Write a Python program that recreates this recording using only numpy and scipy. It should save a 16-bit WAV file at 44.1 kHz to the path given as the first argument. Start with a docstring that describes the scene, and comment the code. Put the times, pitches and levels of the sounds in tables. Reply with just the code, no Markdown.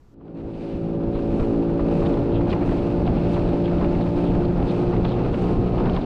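"""A personal watercraft cruises over choppy open water, fading in as heard from the rider's chest.
Its three-cylinder four-stroke drones on multiples of the cycle rate and slowly gathers speed.
Wind flutters off the windscreen and buffets the microphone. Water rushes along the hull,
small waves slap it and each plunge of the bow throws spray. A limiter holds the peaks."""
import sys
import numpy as np
from scipy import signal
from scipy.fft import rfft, irfft
from scipy.io import wavfile
from scipy.ndimage import uniform_filter1d, minimum_filter1d, map_coordinates

SR = 44100
rng = np.random.default_rng(int(sys.argv[2]) if len(sys.argv) > 2 else 0)


def wav_out(sig):
    """Save sig, one row per channel (or a flat mono array), as 16-bit PCM at SR to the path in sys.argv[1]."""
    wavfile.write(sys.argv[1], SR, np.round(np.clip(np.atleast_2d(sig).T, -1, 1) * 32767).astype(np.int16))


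N = 266805
T = np.arange(N) / SR

# Engine speed. Each row: time in seconds, four-stroke cycles per second.
CYCLE_RATE = [(0.0, 56.02), (0.4, 55.48), (0.8, 55.7), (1.0, 56.28), (1.5, 56.23), (1.85, 56.75),
              (2.2, 57.24), (2.6, 57.62), (3.0, 57.87), (3.25, 58.13), (3.6, 57.64), (4.2, 58.11),
              (4.6, 58.77), (4.9, 58.9), (5.2, 59.41), (5.6, 59.37), (6.05, 59.8)]
PULLING_HZ, CRUISE_HZ, FAST_HZ = 57.1, 57.9, 59.4  # cycle rates, each with its own engine tone


def undb(db):
    """Decibels to gain."""
    return 10 ** (np.asarray(db) / 20)


def unit(x):
    """Scale to an rms of 1."""
    return x / np.sqrt(np.mean(x ** 2))


def curves(table):
    """Draw each column after the time column as a curve, one value per sample."""
    times, *columns = np.transpose(table)
    return [np.interp(T, times, column) for column in columns]


def above_cruise():
    """How far the engine's cycle rate lies above its cruising rate, in Hz."""
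    return curves(CYCLE_RATE)[0] - CRUISE_HZ


def wander(rate_hz):
    """Smooth random movement that changes about rate_hz times a second; rms 1."""
    size = 4096
    f = np.fft.rfftfreq(size, T[-1] / size)
    slow = irfft(rfft(rng.standard_normal(size)) * np.exp(-.5 * (f / rate_hz) ** 2))
    return unit(np.interp(T, np.linspace(0, T[-1], size), slow))


def colour(x, spectrum):
    """Shape x with an EQ curve of (Hz, dB) points; rms 1."""
    hz, db = np.transpose(spectrum)
    f = np.fft.rfftfreq(N, 1 / SR) + 1
    gain = undb(np.interp(np.log(f), np.log(hz), db))
    return unit(irfft(rfft(x) * gain, N))


def band(x, edges_hz):
    """Keep what lies between two frequencies; rms 1."""
    return unit(signal.sosfilt(signal.butter(2, edges_hz, "band", fs=SR, output="sos"), x))


def drops(per_second, spread_db):
    """Random droplet impacts, many small and a few large; rms 1."""
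    hit = rng.random(N) < per_second / SR
    size = undb(spread_db * np.minimum(rng.exponential(size=N), 5))
    return unit(hit * size * rng.standard_normal(N))


def burst(spatter, peak_s, length_s, hz, width, sag=.14):
    """A short swell of spatter that falls in pitch: fine drops land first, heavy water after."""
    out = np.zeros(N)
    near = np.abs(T - peak_s) < 2 * max(length_s, .01)
    t = T[near] - peak_s
    read_position = np.cumsum(np.exp(-sag * np.clip(t / length_s, -2, 2)))  # slows as it goes
    stretch = np.roll(spatter, -int(peak_s * SR))[:int(read_position[-1]) + 2]
    grains = band(stretch, [hz / (1 + width), hz * (1 + width)])
    swell = np.exp(-2 * (t / length_s) ** 2)
    out[near] = map_coordinates(grains, [read_position], mode="mirror") * swell
    return out


def calm(level_db=-51, end_s=0.148, release_s=.005):
    """Faint air over still water, which stops as the craft fades in."""
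    # A soft, dark hush. Each row: frequency in Hz, relative level in dB.
    air_spectrum = [(25, -4.5), (150, -11), (250, -19.5), (430, -20), (550, -30), (1030, -31.5),
                    (2500, -46), (7000, -50), (9000, -58.5), (14000, -58)]
    gate = np.clip((end_s - T) / release_s, 0, 1)
    return colour(rng.standard_normal(N), air_spectrum) * undb(level_db) * gate


def engine(cylinders=3, singing_order=10, hum_db=2.05, throb_db=2.0, shiver_db=1.5, flutter_db=1.9,
           jitter_turns=.0022, waver_turns=0.032, blur_turns=0.018):
    """Exhaust and hull hum on multiples of the engine cycle; the shaft turns slightly unevenly."""
    # The drone's partials. Each row: multiple of the cycle rate, dB pulling, dB at cruise, dB when fast.
    order_levels = [(1, -42, -46, -39), (2, -35, -34.5, -29), (4, -30, -40, -46), (5, -27, -30.5, -39),
                    (6, -25.5, -27, -29.5), (7, -30.5, -43.5, -39), (8, -32, -41, -39),
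                    (9, -37, -41.5, -43.5), (11, -46.5, -59.5, -56.5), (12, -51, -44.5, -41.5),
                    (13, -45.5, -49.5, -44.5), (14, -49, -57.5, -61.5), (15, -57, -45, -50.5),
                    (16, -52.5, -53.5, -55.5), (18, -57.5, -54, -50), (21, -55.5, -57.5, -52)]
    # The hum at the firing rate. Each row: time in seconds, level in dB before hum_db is added.
    firing_hum = [(.15, -35), (.3, -27), (.42, -33), (.68, -33), (.87, -21.5), (1.05, -28.5), (1.25, -37.5),
                  (1.48, -32.5), (1.62, -29.5), (2.0, -23.5), (2.2, -37.5), (2.38, -25.5), (2.62, -32),
                  (2.82, -40), (2.97, -23.5), (3.2, -27), (3.8, -29.5), (4.45, -26.5), (5.0, -32),
                  (5.5, -25.5), (5.75, -30.5), (6.05, -27)]
    # The engine's clear upper note. Each row: time in seconds, level in dB.
    singing_note = [(.2, -38), (.6, -32.5), (1.35, -31), (1.65, -34), (2.0, -29.5), (2.55, -36.5),
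                    (2.9, -34.5), (3.2, -34), (3.7, -33), (4.2, -35.5), (4.5, -41), (4.8, -39),
                    (5.15, -53.5), (6.05, -48)]
    clear_orders = (2, 3, 6, 9, 10, 12)
    stages_hz = (PULLING_HZ, CRUISE_HZ, FAST_HZ)
    cycle_hz = curves(CYCLE_RATE)[0]
    cycles = np.cumsum(cycle_hz) / SR + jitter_turns * wander(4.1)
    cruising = np.interp(cycle_hz, (PULLING_HZ, CRUISE_HZ), [0, 1])
    partials = [(cylinders, curves(firing_hum)[0] + hum_db), (singing_order, curves(singing_note)[0])]
    partials += [(round(order), np.interp(cycle_hz, stages_hz, dbs)) for order, *dbs in order_levels]
    drone = np.zeros(N)
    for order, db in partials:
        phase = order * cycles + rng.random()
        if order in clear_orders:
            # clear partials throb, shiver and waver in pitch, the low ones most
            depth = cylinders / max(order, cylinders)
            db = db + depth * (throb_db * wander(7.0) + shiver_db * wander(21))
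            phase = phase + depth * waver_turns * wander(7.1)
        else:
            # the rest come and go; from cruise up their pitch blurs, the high ones most
            db = db + flutter_db * wander(3.1)
            phase = phase + blur_turns * order * cruising * wander(5.0)
        drone += undb(db) * np.sin(2 * np.pi * phase)
    _, dip_db = gusts()
    return np.sqrt(2) * drone * undb(-dip_db)


def gusts():
    """Rise of the buffeting and dip of the drone in dB; each gust swells and dies evenly."""
    # Gusts and lulls. Each row: peak time in seconds, rise in dB, length in seconds, dip in dB.
    gust_cues = [(.45, 0, 0.17, 0), (.9, -3.5, 0.14, -0.5), (1.2, -1.5, 0.066, 1.5),
                 (1.426, 3.5, 0.06, 1.5), (1.628, -6.5, 0.072, 0), (1.818, -3.5, 0.16, 3),
                 (2.043, 2.5, .04, 0.5), (2.18, 2, 0.12, 2.5), (2.35, 2.5, .06, -0.5),
                 (2.51, 4.5, 0.045, 2.5), (2.692, 2, 0.12, 3.5), (3.114, 6, 0.087, 5.5),
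                 (3.41, 4, 0.065, 2.5), (3.576, -1, 0.045, 0), (3.823, 8.5, 0.064, 1.5),
                 (3.982, 4, 0.044, 1.5), (4.122, -6.5, 0.065, -0.5), (4.317, 5.5, 0.13, -1),
                 (4.6, 8, 0.08, 4), (4.847, 2, 0.074, -1.5), (5.03, 5.5, 0.086, 0), (5.337, 8, 0.059, 7),
                 (5.594, 4.5, 0.065, 0), (5.833, 6, 0.083, 0.5), (6.003, 0, .045, 14)]
    rise_db, dip_db = np.zeros((2, N))
    for peak_s, rise, length_s, dip in gust_cues:
        swell = np.exp(-((T - peak_s) / length_s) ** 2)
        rise_db += rise * swell
        dip_db += dip * swell
    return rise_db, dip_db


def wind(buffet_db=-28.0, eddy_db=4.0, eddy_hz=12, db_per_hz=-0.1):
    """Eddies behind the windscreen thump on the microphone, harder in each gust."""
    # A deep rumble. Each row: frequency in Hz, relative level in dB.
    buffet_spectrum = [(10, -17.5), (22, 2.5), (45, -0.5), (80, -2.5), (120, -6.5), (220, -9.5), (400, -15),
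                       (900, -48), (2500, -83.5), (9000, -120)]
    eddies = colour(rng.standard_normal(N), buffet_spectrum)
    # the eddies of one gust are all of similar strength
    eddies /= np.sqrt(uniform_filter1d(uniform_filter1d(eddies ** 2, size=2200), size=1100))
    gust_db, _ = gusts()
    return eddies * undb(buffet_db + db_per_hz * above_cruise() + gust_db + eddy_db * wander(eddy_hz))


def plunges(fall_ratio=1.49):
    """Rise of spray and wash in dB as the bow drops; water rains back slower than it is thrown."""
    # The bow hits a swell. Each row: peak time in seconds, spray in dB, wash in dB, length in seconds.
    plunge_cues = [(0.387, 4, 6, 0.04), (0.623, 9, 10, 0.15), (1.179, 3, 4, 0.062), (1.398, 6.5, 3.5, 0.12),
                   (1.42, 2, 3, 0.019), (2.019, 7, 4, 0.12), (2.51, 7, 8, 0.021), (2.686, 7, 3, 0.064),
                   (2.86, 4, 2.5, 0.1), (3.337, 4.5, 4, 0.23), (3.332, 5.5, 2, 0.023),
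                   (3.852, 2, 2.5, 0.094), (4.172, 4.5, 2.5, 0.23), (4.748, 6.5, 2.5, 0.11),
                   (5.43, 7, 2, 0.12), (5.951, 4, 3.5, 0.025)]
    # Both ebb as the bow rides high. Each row: time in seconds, dip in dB, length in seconds.
    ebb_cues = [(.97, 1.5, .1), (1.682, 1.7, .1), (2.333, 0.5, .1), (2.57, 0.5, .03), (3.09, 0.5, .07),
                (4.42, 0.7, .08), (5.05, -1.5, .1), (5.6, 1.5, .05)]
    spray_db, wash_db = np.zeros((2, N))
    for peak_s, spray, wash, length_s in plunge_cues:
        from_peak_s = np.maximum(peak_s - T, (T - peak_s) / fall_ratio)
        swell = np.exp(-(from_peak_s / length_s) ** 2)
        spray_db += spray * swell
        wash_db += wash * swell
    ebb_db = sum(dip * np.exp(-((T - at_s) / length_s) ** 2) for at_s, dip, length_s in ebb_cues)
    return spray_db - ebb_db, wash_db - ebb_db


def water(rush_db=-26.0, wash_db=-51, spray_db=-72.0, rush_db_per_hz=0.12, wash_db_per_hz=1.1,
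          gust_share=0.43, churn_db=1.57, splatter_db=0.85, fizz_db=0.5):
    """Air and water rush past the hull; each plunge throws bow wash and fine spray that fall as drops."""
    # Low rush, bright wash and fizzing spray. Each row: frequency in Hz, relative level in dB.
    rush_spectrum = [(60, -20), (140, 1.5), (200, 2), (260, 2), (390, -1), (500, -5.5), (560, -6),
                     (630, -8), (760, -10), (900, -13.5), (1100, -22), (1300, -21.5), (1800, -32.5),
                     (12000, -100)]
    wash_spectrum = [(500, -11), (1200, -2.5), (1600, -3), (2000, -3.5), (2600, 1.5), (3200, -6.5),
                     (4300, -8), (5200, -15.5), (6500, -28.5), (14000, -76.5)]
    spray_spectrum = [(2000, -9), (4500, 0.5), (6000, 6), (7000, 3), (8400, 3), (10000, -6), (11500, -15.5),
                      (13000, -34.5), (15000, -45.5)]
    spray_rise_db, wash_rise_db = plunges()
    gust_db, _ = gusts()
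    churn = wander(20)  # moves all three layers together
    rush = colour(rng.standard_normal(N), rush_spectrum)
    rush *= undb(rush_db + rush_db_per_hz * above_cruise() + gust_share * gust_db + churn_db * churn)
    wash = colour(drops(per_second=7000, spread_db=0.46), wash_spectrum)
    wash *= undb(wash_db + wash_db_per_hz * above_cruise() + wash_rise_db + splatter_db * churn)
    spray = colour(drops(per_second=16000, spread_db=1.5), spray_spectrum)
    spray *= undb(spray_db + spray_rise_db + fizz_db * churn)
    return rush + wash + spray


def ripples(level_db=-53, per_second=60, spread_db=3, db_per_hz=1.0, decay_s=0.018):
    """Small ripples tick against the hull at random, harder with speed; each is a tiny dying splash."""
    # A midrange tick. Each row: frequency in Hz, relative level in dB.
    tick_spectrum = [(400, -13), (900, 9), (1400, 6), (2000, -16), (2700, -5), (4300, -16), (6000, -29),
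                     (12000, -62.5)]
    hits = rng.random(N) < per_second / SR
    sizes = undb(spread_db * np.clip(rng.standard_normal(N), -2, 2))
    envelope = signal.lfilter([1], [1, -np.exp(-1 / (decay_s * SR))], hits * sizes)
    ticks = colour(envelope * rng.standard_normal(N), tick_spectrum)
    return ticks * undb(level_db + db_per_hz * above_cruise())


def slaps(spatter_db=-5.0, crack_db=-3, crack_s=0.0005, knock_db=-2.5, knock_s=0.012):
    """The flat of a wave meets the hull: a sudden crack and a short spatter over a duller knock."""
    # Each row: peak time in seconds, relative dB of spatter and crack, relative dB of the knock,
    # length in seconds, centre of the spatter in Hz.
    slap_cues = [(0.212, -43, -30, .004, 2400), (0.281, -42, -38, .005, 2900),
                 (0.955, -44, -40, .004, 2600), (1.161, -48, -32, .016, 2300),
                 (1.193, -47, -36, 0.012, 1400), (1.401, -42, -33.5, 0.0057, 2600),
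                 (1.43, -53, -31, .02, 1700), (1.799, -46, -31, .007, 1600), (2.025, -47, -28, 0.01, 1500),
                 (2.063, -50, -32.5, 0.041, 1800), (2.141, -39.5, -35, .005, 2880),
                 (2.174, -41, -33, 0.0073, 1700), (2.413, -40, -31, 0.0098, 1600),
                 (2.532, -30.5, -28, 0.008, 2271), (2.623, -39, -33, 0.021, 1900),
                 (2.694, -36.5, -32, 0.0075, 1717), (2.719, -43, -35, 0.011, 1900),
                 (3.078, -36, -32, 0.007, 2400), (3.37, -37, -29.5, 0.015, 1698),
                 (3.49, -44, -36, .005, 3000), (3.683, -40.5, -36, 0.0072, 2300),
                 (3.826, -44, -32, 0.03, 1503), (3.847, -34.5, -35, 0.0045, 2560),
                 (3.952, -42, -35, .004, 2504), (4.01, -43, -38, 0.0081, 1885),
                 (4.068, -46, -36, 0.0038, 2700), (4.563, -39, -39, 0.0039, 2613),
                 (4.599, -37, -31, .007, 1696), (4.627, -40, -42, 0.00298, 2477),
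                 (4.938, -40, -26, 0.012, 1700), (4.967, -41, -37, .008, 1907),
                 (5.052, -32, -26.5, 0.007, 2900), (5.167, -43, -35, 0.0054, 2200),
                 (5.197, -43, -34, 0.021, 1500), (5.344, -38, -30.5, 0.01, 2478),
                 (5.783, -41, -27.5, .012, 2600), (5.807, -41, -29, .0071, 1500),
                 (5.858, -38, -36, 0.0034, 3400), (5.873, -38.5, -34, 0.032, 1600),
                 (5.898, -33.5, -38, 0.0022, 2700), (5.966, -33.5, -29, 0.00484, 2720),
                 (5.975, -43, -28.5, 0.0074, 1702)]
    out = np.zeros(N)
    spatter = drops(per_second=9000, spread_db=0.94)
    crack = band(rng.standard_normal(N), edges_hz=(1100, 4050))
    knock = band(rng.standard_normal(N), edges_hz=(574, 1134))
    for peak_s, bright_db, dull_db, length_s, hz in slap_cues:
        out += burst(spatter, peak_s, length_s, hz, width=0.26) * undb(bright_db + spatter_db)
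        body_s = max(length_s, knock_s)
        near = np.abs(T - peak_s) < 2 * body_s
        t = T[near] - peak_s
        out[near] += crack[near] * undb(bright_db + crack_db) * np.exp(-(t / crack_s) ** 2)
        out[near] += unit(knock[near]) * undb(dull_db + knock_db) * np.exp(-2 * (t / body_s) ** 2)
    return out


def round_hull(x, top_hz=4600):
    """Sound loses its top on the way round the hull."""
    return signal.sosfilt(signal.butter(6, top_hz, fs=SR, output="sos"), x)


def mist(level_db=-93, growth=1.8):
    """The hardest plunges tear the spray into a mist that grows faster than the spray itself."""
    # An airy hiss. Each row: frequency in Hz, relative level in dB.
    mist_spectrum = [(5000, -24.5), (8000, -2.5), (10000, 0), (11500, -6), (13000, -22), (15000, -45)]
    spray_rise_db, _ = plunges()
    return colour(rng.standard_normal(N), mist_spectrum) * undb(level_db + growth * spray_rise_db)


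def splashes(trim_db=-4.0):
    """Thrown water lands: a bright spatter of drops that swells and dies."""
    # Each row: peak time in seconds, relative level in dB, length in seconds, centre in Hz.
    splash_cues = [(0.542, -43, .012, 3000), (0.7, -48, 0.058, 2900), (1.161, -43.5, 0.033, 3220),
                   (2.065, -39.5, 0.017, 3200), (2.357, -42, 0.053, 3020), (2.509, -38.5, .015, 3488),
                   (2.792, -43, 0.013, 2900), (3.068, -40.5, 0.0054, 3580), (3.186, -46, 0.028, 2704),
                   (3.35, -42, 0.016, 3160), (3.664, -43.5, 0.039, 2910), (3.786, -45, 0.0072, 3107),
                   (4.022, -45, 0.026, 3460), (4.282, -44, 0.047, 2920), (4.453, -45, 0.0067, 3600),
                   (4.698, -42, 0.034, 3610), (5.109, -44, 0.055, 3480), (5.8, -46, 0.023, 3000),
                   (5.937, -39.5, .007, 3470), (6.018, -45, 0.013, 3703)]
    spatter = drops(per_second=5000, spread_db=0.94)
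    return sum(burst(spatter, peak_s, length_s, hz, width=0.22) * undb(db + trim_db)
               for peak_s, db, length_s, hz in splash_cues)


def vortices(level_db=-35, width_hz=13, gust_share=0.18, start_s=.9, attack_s=0.3):
    """Vortices peel off the windscreen: a hollow flutter whose pitch wanders with the airflow."""
    # The flutter's pitch. Each row: time in seconds, frequency in Hz.
    shedding_pitch = [(1.0, 125), (1.15, 102.6), (1.27, 127.5), (1.45, 108.4), (1.9, 115.3), (2.08, 147.9),
                      (2.3, 104.8), (2.48, 107.9), (2.62, 136.2), (2.85, 102), (3.15, 120.9), (3.4, 104.9),
                      (3.8, 145), (4.1, 112.3), (4.6, 110), (5.8, 136.1)]
    phase = 2 * np.pi * np.cumsum(curves(shedding_pitch)[0]) / SR
    flutter = wander(width_hz) * np.cos(phase) + wander(width_hz) * np.sin(phase)
    onset = np.clip((T - start_s) / attack_s, 0, 1)
    gust_db, _ = gusts()
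    return onset * flutter * undb(level_db + gust_share * gust_db)


def scene(fade_start_s=0.086, fade_s=1.72, engine_fade_power=1.057):
    """Engine, wind and water at one microphone, fading in out of the calm."""
    fade = np.clip((T - fade_start_s) / fade_s, 0, 1)
    still_air = calm()
    drone = fade ** engine_fade_power * engine()  # comes up a little behind the rest
    wind_and_water = wind() + vortices() + water() + round_hull(slaps() + splashes()) + ripples() + mist()
    return (still_air + drone + fade * wind_and_water)[None]


def limiter(x, threshold_db=-12.5, ratio=3.5, hold_s=0.0044):
    """Turns the gain down smoothly around each peak above the threshold."""
    span = int(hold_s * SR)
    gain = np.minimum(1, undb(threshold_db) / (np.abs(x) + 1e-9)) ** (1 - 1 / ratio)
    held = minimum_filter1d(gain, span)
    return x * uniform_filter1d(uniform_filter1d(held, span // 2), span // 2)


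def record(dry, top_hz=14300, fade_out_s=.004):
    """Limits the peaks, closes with a very short fade and cuts the highest treble."""
    fade_out = np.clip((T[-1] - T) / fade_out_s, 0, 1)
    lowpass = signal.ellip(8, .2, 70, top_hz, fs=SR, output="sos")
    return signal.sosfilt(lowpass, limiter(dry) * fade_out)


dry = scene()
out = record(dry)
wav_out(out)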